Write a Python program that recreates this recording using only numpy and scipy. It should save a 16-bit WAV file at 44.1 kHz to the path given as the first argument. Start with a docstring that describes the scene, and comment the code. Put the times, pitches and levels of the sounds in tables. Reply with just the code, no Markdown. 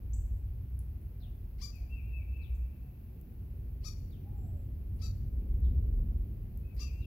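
"""Wind rumbles on the microphone over a faint hiss in a backyard: noise bands that swell and flutter.
A finch at the feeder, left of the microphone, chirps four times: two coupled voices of its syrinx, with echoes.
Seeds crack as short damped tones; farther birds whistle, slur and tsip as gliding tones among echoing trees.
Far away an animal yelps and howls, made the same way."""
import sys
import numpy as np
from scipy import signal
from scipy.fft import rfft, irfft, next_fast_len
from scipy.io import wavfile
from scipy.ndimage import uniform_filter1d, map_coordinates

SR = 44100
rng = np.random.default_rng(int(sys.argv[2]) if len(sys.argv) > 2 else 0)


def bounce(signal):
    """Save signal as a 16-bit WAV file at the path given by the first command-line argument."""
    frames = np.transpose(np.atleast_2d(signal))
    limited = np.clip(frames, -1, 1)
    pcm = np.round(limited * 32767).astype(np.int16)
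    wavfile.write(sys.argv[1], SR, pcm)


N = 311346  # length in samples

LEAD_S = .044  # a chirp's lead-in before the top of its rise


def amp(db):
    """Decibels to gain."""
    return 10 ** (np.asarray(db) / 20)


def unit(x):
    """Scale to rms 1."""
    return x / np.sqrt(np.mean(x ** 2) + 1e-20)


def along(points, hz):
    """(Hz, value) points read on a log axis."""
    f, v = np.transpose(points)
    return np.interp(np.log(hz + 1), np.log(f + 1), v)


def curves(rows):
    """One value per sample of the scene for each column after the time."""
    s, *cols = np.transpose(rows)
    return [np.interp(np.arange(N) / SR, s, c) for c in cols]


def gesture(rows):
    """The columns of one short note, per sample, with rounded corners."""
    s, *cols = np.transpose(rows)
    t = np.arange(s[0], s[-1], 1 / SR)
    return [uniform_filter1d(np.interp(t, s, c), size=120) for c in cols]


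def wobble(rate, n):
    """A smooth random curve, rate knots a second."""
    knots = rng.standard_normal(int(n * rate / SR) + 4)
    return map_coordinates(knots, [np.arange(n) * rate / SR])


def add(track, s, sound):
    """Mix a sound into a track at time s."""
    part = track[max(round(s * SR), 0):][:len(sound)]
    part += sound[:len(part)]


def filtered(x, response):
    """Shape the spectrum of x by a response of frequency."""
    m = next_fast_len(N + SR // 2)
    hz = np.fft.rfftfreq(m, 1 / SR)
    return irfft(rfft(x, m) * response(hz), m)[..., :N]


def noise(colour):
    """Stereo noise of rms 1, alike in the bass and nearly unrelated in the treble."""
    # Left-right likeness of the sound field. Each row: frequency in Hz, correlation from 0 to 1.
    likeness = [(60, 1), (150, 0.96), (350, 0.83), (700, 0.15), (1500, 0), (12000, 0.0079)]

    def mid_side(hz):
        turn = np.arccos(np.clip(along(likeness, hz), -1, 1)) / 2
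        return amp(along(colour, hz)) * [np.cos(turn), np.sin(turn)]

    mid, side = filtered(rng.standard_normal((2, N)), mid_side)
    return unit(np.array([mid + side, mid - side]))


def even(x):
    """Noise with its own slow swells evened out."""
    power = uniform_filter1d(np.mean(x ** 2, axis=0), size=7000)
    return x / np.sqrt(np.abs(power) + 1e-9)


def scatter(x, t60, rise):
    """Diffuse stereo echo that builds up and dies away; t60 and rise in seconds."""
    t = np.arange(2 * SR) / SR
    envelope = amp(-60 * t / t60) * (1 - np.exp(-t / rise))
    tail = rng.standard_normal((2, len(t))) * envelope
    return signal.fftconvolve(x[None], tail / np.linalg.norm(tail[0]), axes=1)[:, :N]


def leftward(x, right_db):
    """A source on the left is weaker in the right channel."""
    return x * amp([[0], [right_db]])


def finch():
    """Four near chirps, answered by walls, the bush and the tree line."""
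    # The finch's chirps. Each row: top of the rise in seconds, hold after it in seconds,
    # low voice in Hz and high voice in Hz near the crest before drift and sag, drift of the low voice in Hz/s,
    # final sag of the high voice as a share of its pitch, settled throat resonance in Hz,
    # level in dB and lead-in level in dB, both before the echoes and the right-channel shade.
    calls = [(1.626, 0.039, 1182, 5970, -400, 0.023, 4700, -44, -64),
             (3.857, .035, 1260, 5860, -2400, .09, 5160, -44.5, -72),
             (5.029, .042, 1319, 5980, 0, 0.062, 4150, -49, -69),
             (6.806, .033, 1213, 6020, 1307, 0.094, 5200, -46, -65)]
    # Echoes off nearby walls. Each row: mean delay in seconds, level in dB against the direct song.
    wall_echoes = [(0.015, -4), (0.034, -17), (.047, -9.5)]
    song, echoes = np.zeros(N), np.zeros((2, N))
    for s, *call in calls:
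        voice = chirp(arch(*call), jitter=.004, flutter_db=1.5, rasp=.2, haze_db=-22.5,
                      throat_db=6, throat_width=700)
        add(song, s - LEAD_S, voice)
    for delay, db in wall_echoes:
        for side in echoes:
            add(side, delay + rng.normal(0, .0003), amp(db) * song)
    bush = amp(-13.0) * scatter(song, t60=0.28, rise=0.013)
    # right channel: (Hz, dB)
    shade = [(1200, -7.5), (2500, -19.0), (4700, -18.5), (6000, -20.0), (7500, -47), (12000, -12)]
    near = filtered(song + echoes + bush, lambda hz: amp([0 * hz, along(shade, hz)]))
    # fluttering leaves vary the level fast, which smears the pitch of the late echo
    trees = scatter(song * (1 + 1.1 * wobble(900, N)), t60=.6, rise=.05)
    return near + leftward(amp(-16) * trees, right_db=-20.5)


def arch(hold, low_hz, high_hz, drift, sag, throat_hz, db, lead_db):
    """Both voices, throat resonance and level of a chirp: pitches rise with effort, crest and sag."""
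    rise_s, knee_s, crest_s = .021, .002, .013  # rise time constant, its rounding, crest after the top
    low_start, high_start = .47, .52  # starting pitch as a share of the crest
    low_ahead_s, low_sags = 0.0026, 1.2  # the low voice gets there first and sags further
    throat_rest_hz, overshoot_hz = 4520, 750
    throat_rise_s, throat_settle_s = 0.016, .012  # the throat tunes up with the rise, then settles
    full_before_s, attack_db_per_s = 0.0081, 1300  # the attack ends just before the top
    lead_db_per_s, arch_db = 380, 4  # lead-in swell; level lost from the crest to the end
    t = np.arange(-LEAD_S, hold, 1 / SR)

    def effort(ahead):
        return np.exp(-np.logaddexp(0, -(t + ahead) / knee_s) * knee_s / rise_s)

    past = (t - crest_s) / (hold - crest_s)  # 0 at the crest, 1 at the end
    droop = sag * np.maximum(past, 0) ** 2
    low = low_hz * (low_start + (1 - low_start) * effort(low_ahead_s) - low_sags * droop)
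    low += drift * (t - crest_s)
    high = high_hz * (high_start + (1 - high_start) * effort(0) - droop)
    throat = np.interp(t, [-throat_rise_s, 0, throat_settle_s],
                       [throat_rest_hz, throat_hz + overshoot_hz, throat_hz])
    attack = attack_db_per_s * np.minimum(t + full_before_s, 0)
    body = db + attack - arch_db * np.minimum(past ** 2, 1)
    lead = lead_db + lead_db_per_s * (np.minimum(t, 0) + LEAD_S * 2 / 3)
    return low, high, throat, np.maximum(body, lead)


def chirp(shape, jitter, flutter_db, rasp, haze_db, throat_db, throat_width):
    """The low voice modulates the high one: harmonics of each, and sum and difference tones."""
    # Tones of the two coupled voices. Each row: multiple of the high voice, multiple of the low voice,
    # level in dB before slack, throat, beak and flutter.
    tones = [(0, 1, -9), (0, 2, -10.5), (0, 3, 0.5), (0, 4, -13), (1, -2, -38), (1, -1, -1.5), (1, 0, -1),
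             (1, 1, -5.5), (1, 2, -15), (1, 3, -16.5), (2, -1, -18.5), (2, 0, -13.5), (2, 1, -16),
             (2, 2, -21.5)]
    # Colour of the beak. Each row: frequency in Hz, gain in dB.
    beak = [(700, 1), (1200, -3.5), (1700, 2.5), (2500, 0.5), (3100, -10), (3800, -13), (4700, 1),
            (5900, -1), (7200, 0.5), (8500, -3.5), (12000, 2), (15000, -4.5)]
    low, high, throat, db = shape
    n = len(db)
    # the low lead-in is unsteady and hazy, and the throat colours it more
    slack = (low.max() / low) ** 2
    waver = 1 + jitter * slack * wobble(700, n)
    low, high = low * waver, high * waver
    voice = np.zeros(n)
    for highs, lows, level in tones:
        hz = round(highs) * high + round(lows) * low
        detuning = (hz - throat) / (throat_width * slack)
        lift_db = slack * throat_db / (1 + detuning ** 2)
        flutter = flutter_db * wobble(120, n)
        gain = amp(level / np.sqrt(slack) + lift_db + along(beak, np.abs(hz)) + flutter)
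        voice += gain * np.sin(2 * np.pi * (np.cumsum(hz) / SR + rng.random()))
    # alternate cycles of the low voice differ, which puts rough lines between the main ones
    voice *= 1 + rasp * wobble(400, n) * np.sin(np.pi * np.cumsum(low) / SR)
    # turbulence spreads a haze round every tone
    voice *= 1 + amp(haze_db) * slack * wobble(3000, n)
    # level out the sum, so that db alone sets the loudness
    voice /= np.sqrt(np.abs(uniform_filter1d(voice ** 2, size=500)) + 1e-9)
    return voice * amp(db) * signal.windows.tukey(n, .08)


def seeds():
    """Cracks and taps are tones that lose 60 dB in 2.1 ms, and the yard returns a soft splash."""
    # Seeds cracking and beaks tapping. Each row: start in seconds, peak in dB before the husk's colour,
    # centre frequency in Hz, echo in dB against the snap.
    cracks = [(0.7916, -36.5, 10800, -4), (1.014, -59, 10500, 6), (1.757, -43, 13100, -2),
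              (3.214, -41, 13700, -14), (4.003, -53.5, 9150, -7), (4.125, -57, 10000, -14),
              (4.335, -64, 9400, 7), (4.962, -53.5, 10100, 6), (5.550, -52.5, 13500, -17.5),
              (5.604, -47.5, 12740, -12), (6.5747, -37.5, 13000, -7), (6.748, -46.5, 13400, 7.5)]
    # A small husk radiates little low sound. Each row: frequency in Hz, gain in dB.
    husk = [(2000, -16), (4500, -12.5), (6500, 0), (16000, 0.5)]
    direct, sent = np.zeros(N), np.zeros(N)
    t = np.arange(SR // 100) / SR
    for s, db, hz, echo_db in cracks:
        snap = amp(db - 60 * t / 0.0021) * np.cos(2 * np.pi * hz * t)
        add(direct, s, snap)
        add(sent, s, amp(echo_db) * snap)
    splash = scatter(sent, t60=0.27, rise=.004)
    snaps = filtered(direct + splash, lambda hz: amp(along(husk, hz)))
    return leftward(snaps, right_db=-21.5)


def far_voices():
    """Other birds around the yard, and a far animal's faint yelps and falling howl."""
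    # Shapes of the notes: a bird's slur, whistle, drop, tsip, twitter and thin seet, an animal's howl and yelp.
    # Each row: seconds from the start, pitch in Hz before the pitch factor, level in dB against the note's.
    slur, whistle, drop, tsip = [(0, 4694, -14.5), (.018, 4400, -11), (.027, 3875, -3), (.045, 3460, -5.5),
                                 (.067, 3050, -15), (.081, 2840, -6.5)], [(0, 2628, -14), (.03, 2699, -2), (.065, 2698, -2.5),
                                               (.09, 2498, -7), (.125, 2343, -9.5)], [(0, 2690, -9.5), (.02, 2536, -1.5),
                                                                (.045, 2400, -3.5), (.07, 2270, -11.5)], [(0, 5200, -23),
                                                                              (.003, 6200, 1),
                                                                              (.007, 7350, 3),
                                                                              (.011, 8030, 3),
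                                                                              (.018, 8000, -10)]
    twit, seet, howl, yelp = [(0, 9400, 0), (.005, 7000, 1), (.008, 6370, -4), (.012, 7600, -1),
                              (.016, 9380, -4)], [(0, 7500, 0), (.03, 7670, 0), (.07, 7640, -4), (.11, 7840, -1),
                                            (.18, 7850, -8), (.21, 7700, -0.5), (.29, 7650, -11)], [(0, 758.5, -6), (.04, 836, -2), (.12, 825, -7.5),
                                                          (.19, 751, -3), (.25, 664, -10.5),
                                                          (.32, 585, -6.5), (.41, 519, -10)], [(0, 705, -3.5), (.02, 676, 1.5),
                                                                        (.04, 697, 0.5), (.06, 635, -16)]
    # When each note sounds.
    # Each row: start in seconds, level in dB before the note's shape and the trees, pitch factor.
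    slur_times, whistle_times, drop_times = [(1.199, -56, 0.96), (2.412, -56.5, 0.95), (4.101, -60, 0.94),
                                             (5.622, -62.5, 0.96), (6.782, -58, 1), (6.998, -62, .98)], [(1.89, -51, 1), (2.1, -52.5, 0.97),
                                                            (2.316, -53, 0.98), (6.621, -67, .95),
                                                            (6.786, -52.5, 1.005), (6.977, -54.5, 1.02)], [(1.725, -58.5, 1)]
    tsip_times, twit_times, seet_times = [(.131, -50.5, 0.99), (6.927, -73, 0.98)], [(2.547, -68.5, 0.96)], [(4.361, -77.5, 0.99)]
    howl_times, yelp_times = [(4.243, -61.5, 0.98)], [(1.205, -70, 1.05), (1.78, -69, 1.03), (2.175, -70.5, .91),
                                             (2.83, -73, 1.07)]

    slurs = notes(slur, slur_times, jitter=0.035)
    slurs = among_trees(slurs, direct_db=-5, echo_db=-6.5, t60=0.44, right_db=-18.5)

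    song = notes(whistle, whistle_times, jitter=.009) + notes(drop, drop_times, jitter=.012)
    whistles = among_trees(song, direct_db=-5, echo_db=-0.5, t60=0.53, right_db=-13.5)
    # the wood rings on
    whistles += leftward(amp(-7) * scatter(song, t60=2.1, rise=0.072), right_db=-15)

    tsips = notes(tsip, tsip_times, jitter=.003) + notes(twit, twit_times, jitter=.003)
    tsips = among_trees(tsips, direct_db=-3.5, echo_db=-4, t60=0.61, right_db=-32)

    seets = notes(seet, seet_times, jitter=.012)
    seets = among_trees(seets, direct_db=-1, echo_db=-2.5, t60=.45, right_db=-26)

    animal = notes(howl, howl_times, jitter=0.031) + notes(yelp, yelp_times, jitter=0.021)
    animal = among_trees(animal, direct_db=-3, echo_db=-0.5, t60=0.73, right_db=-0.5)
    return slurs + whistles + tsips + seets + animal


def notes(shape, times, jitter):
    """Notes that follow one pitch and loudness gesture, husky where they are soft."""
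    hz, db = gesture(shape)
    track, n = np.zeros(N), len(db)
    husky = jitter * (1 + (db.max() - db) / 6)
    for s, level, pitch in times:
        wavering_hz = hz * pitch * (1 + husky * wobble(1100, n))
        tone = np.sin(2 * np.pi * np.cumsum(wavering_hz) / SR)
        # root 2 makes the level an rms one
        add(track, s, np.sqrt(2) * amp(level + db) * tone * signal.windows.tukey(n, .1))
    return track


def among_trees(x, direct_db, echo_db, t60, right_db):
    """A far voice: partly direct, partly scattered by trunks and leaves."""
    echo = amp(echo_db) * scatter(x, t60, rise=0.0017)
    return leftward(amp(direct_db) * x + echo, right_db)


def wind():
    """Gusts on the microphone: a deep buffet, a rumble, a rush above it and small eddies on top."""
    # Noise colours of the four layers. Each row: frequency in Hz, relative density in dB per Hz.
    buffet, rumble, rush, eddies = [(15, -42.5), (27, -18.5), (34, 5), (39, 7), (45, 9.5), (55, -10.5),
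                                    (80, -69), (200, -120)], [(20, -72), (38, -32), (48, -14.5), (55, 0), (61, 6.5),
                                                    (69, -4.5), (78, -11.5), (100, -46.5), (300, -120)], [(30, -70.5), (65, -25.5), (78, -1),
                                                                    (92, 2), (108, -7.5), (128, -13),
                                                                    (150, -27), (220, -58), (700, -120)], [(50, -72.5), (105, -10.5),
                                                                                  (126, 7), (160, -1),
                                                                                  (210, -1), (250, -5.5),
                                                                                  (300, -10), (365, -11.5),
                                                                                  (430, -16.5), (500, -20),
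                                                                                  (750, -32.5), (1500, -62),
                                                                                  (6000, -120)]
    # How strongly each layer blows. Each row: time in seconds, level in dB before the trim and flutter.
    buffet_level, rumble_level = [(0.0, -50), (0.15, -40), (0.55, -44.5), (0.7, -56), (1.3, -43),
                                  (2.2, -48.5), (2.35, -55), (2.5, -47.5), (3.151, -55.5), (4.0, -41),
                                  (4.15, -49.5), (5.2, -42), (5.6, -32.5), (5.75, -38.5), (6.0, -28.5),
                                  (6.35, -43), (6.9, -46), (7.05, -48)], [(0.0, -48), (0.15, -32.5), (0.6, -42.5),
                                                        (0.75, -37.5), (1.2, -47.5), (2.6, -34),
                                                        (2.95, -51), (3.75, -41), (4.2, -54), (4.35, -43.0),
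                                                        (4.5, -44.5), (5.25, -38.5), (5.8, -26),
                                                        (5.95, -38.5), (6.15, -35.0), (6.4, -47.5),
                                                        (6.9, -34.5), (7.05, -41.5)]
    rush_level = [(0.0, -47.5), (0.15, -42.5), (0.95, -44.5), (1.1, -47), (1.95, -51.5), (2.1, -43.5),
                  (2.45, -53.5), (3.1, -49.5), (3.25, -59), (3.4, -47), (4.25, -44.5), (4.5, -37.5),
                  (4.65, -44.5), (5.2, -38.5), (5.45, -51), (5.65, -37.5), (6.9, -50.0), (7.05, -43.0)]
    # Strength of the small eddies. Each row: time in seconds, level in dB before the trim.
    eddy_level = [(0.0, -53.5), (0.3, -54), (0.45, -55.5), (2.95, -54.5), (3.65, -51.5), (3.8, -53),
                  (4.25, -50), (4.85, -52), (5.5, -47), (5.75, -44.5), (6.4, -50), (7.05, -51.5)]
    eddy_db, = curves(eddy_level)
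    low = gusting(buffet, buffet_level, trim_db=0.0) + gusting(rumble, rumble_level, trim_db=0.1)
    high = gusting(rush, rush_level, trim_db=0.6) + amp(eddy_db - 0.84) * noise(eddies)
    return low + high


def gusting(colour, level, trim_db):
    """One layer of wind: its noise follows the gusts and flutters at random."""
    flutter_per_s, flutter_db = 9, 0.73  # quick random swings
    db, = curves(level)
    flutter = flutter_db * wobble(flutter_per_s, N)
    return amp(db + trim_db + flutter) * even(noise(colour))


def background():
    """Distant foliage and birds as one steady noise, and the microphone's own hiss."""
    # Noise colours of the distance and of the hiss.
    # Each row: frequency in Hz, relative density in dB per Hz.
    air, hiss = [(200, -21.5), (400, 2), (520, 0.5), (700, -1), (850, -2.5), (1000, -7), (1700, -10.5),
                 (2550, -9.5), (3000, -13.5), (3600, -18), (4600, -18), (7000, -25), (9000, -28),
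                 (20000, -91.5)], [(4000, -56), (7000, -40.5), (9000, -25), (10500, -11), (12000, -3.5),
                              (15700, -3), (16000, -17), (17000, -29)]
    distance = leftward(amp(-70.5) * noise(air), right_db=-3.5)
    return distance + amp(-72.0) * noise(hiss)


def scene():
    """All of the yard, left and right."""
    return finch() + far_voices() + seeds() + wind() + background()


def record(dry):
    """Very short fades at both ends, then a sharp cut at the recorder's band limit."""
    top_hz = 16700
    return filtered(dry * signal.windows.tukey(N, .001), lambda hz: hz < top_hz)


dry = scene()
out = record(dry)
bounce(out)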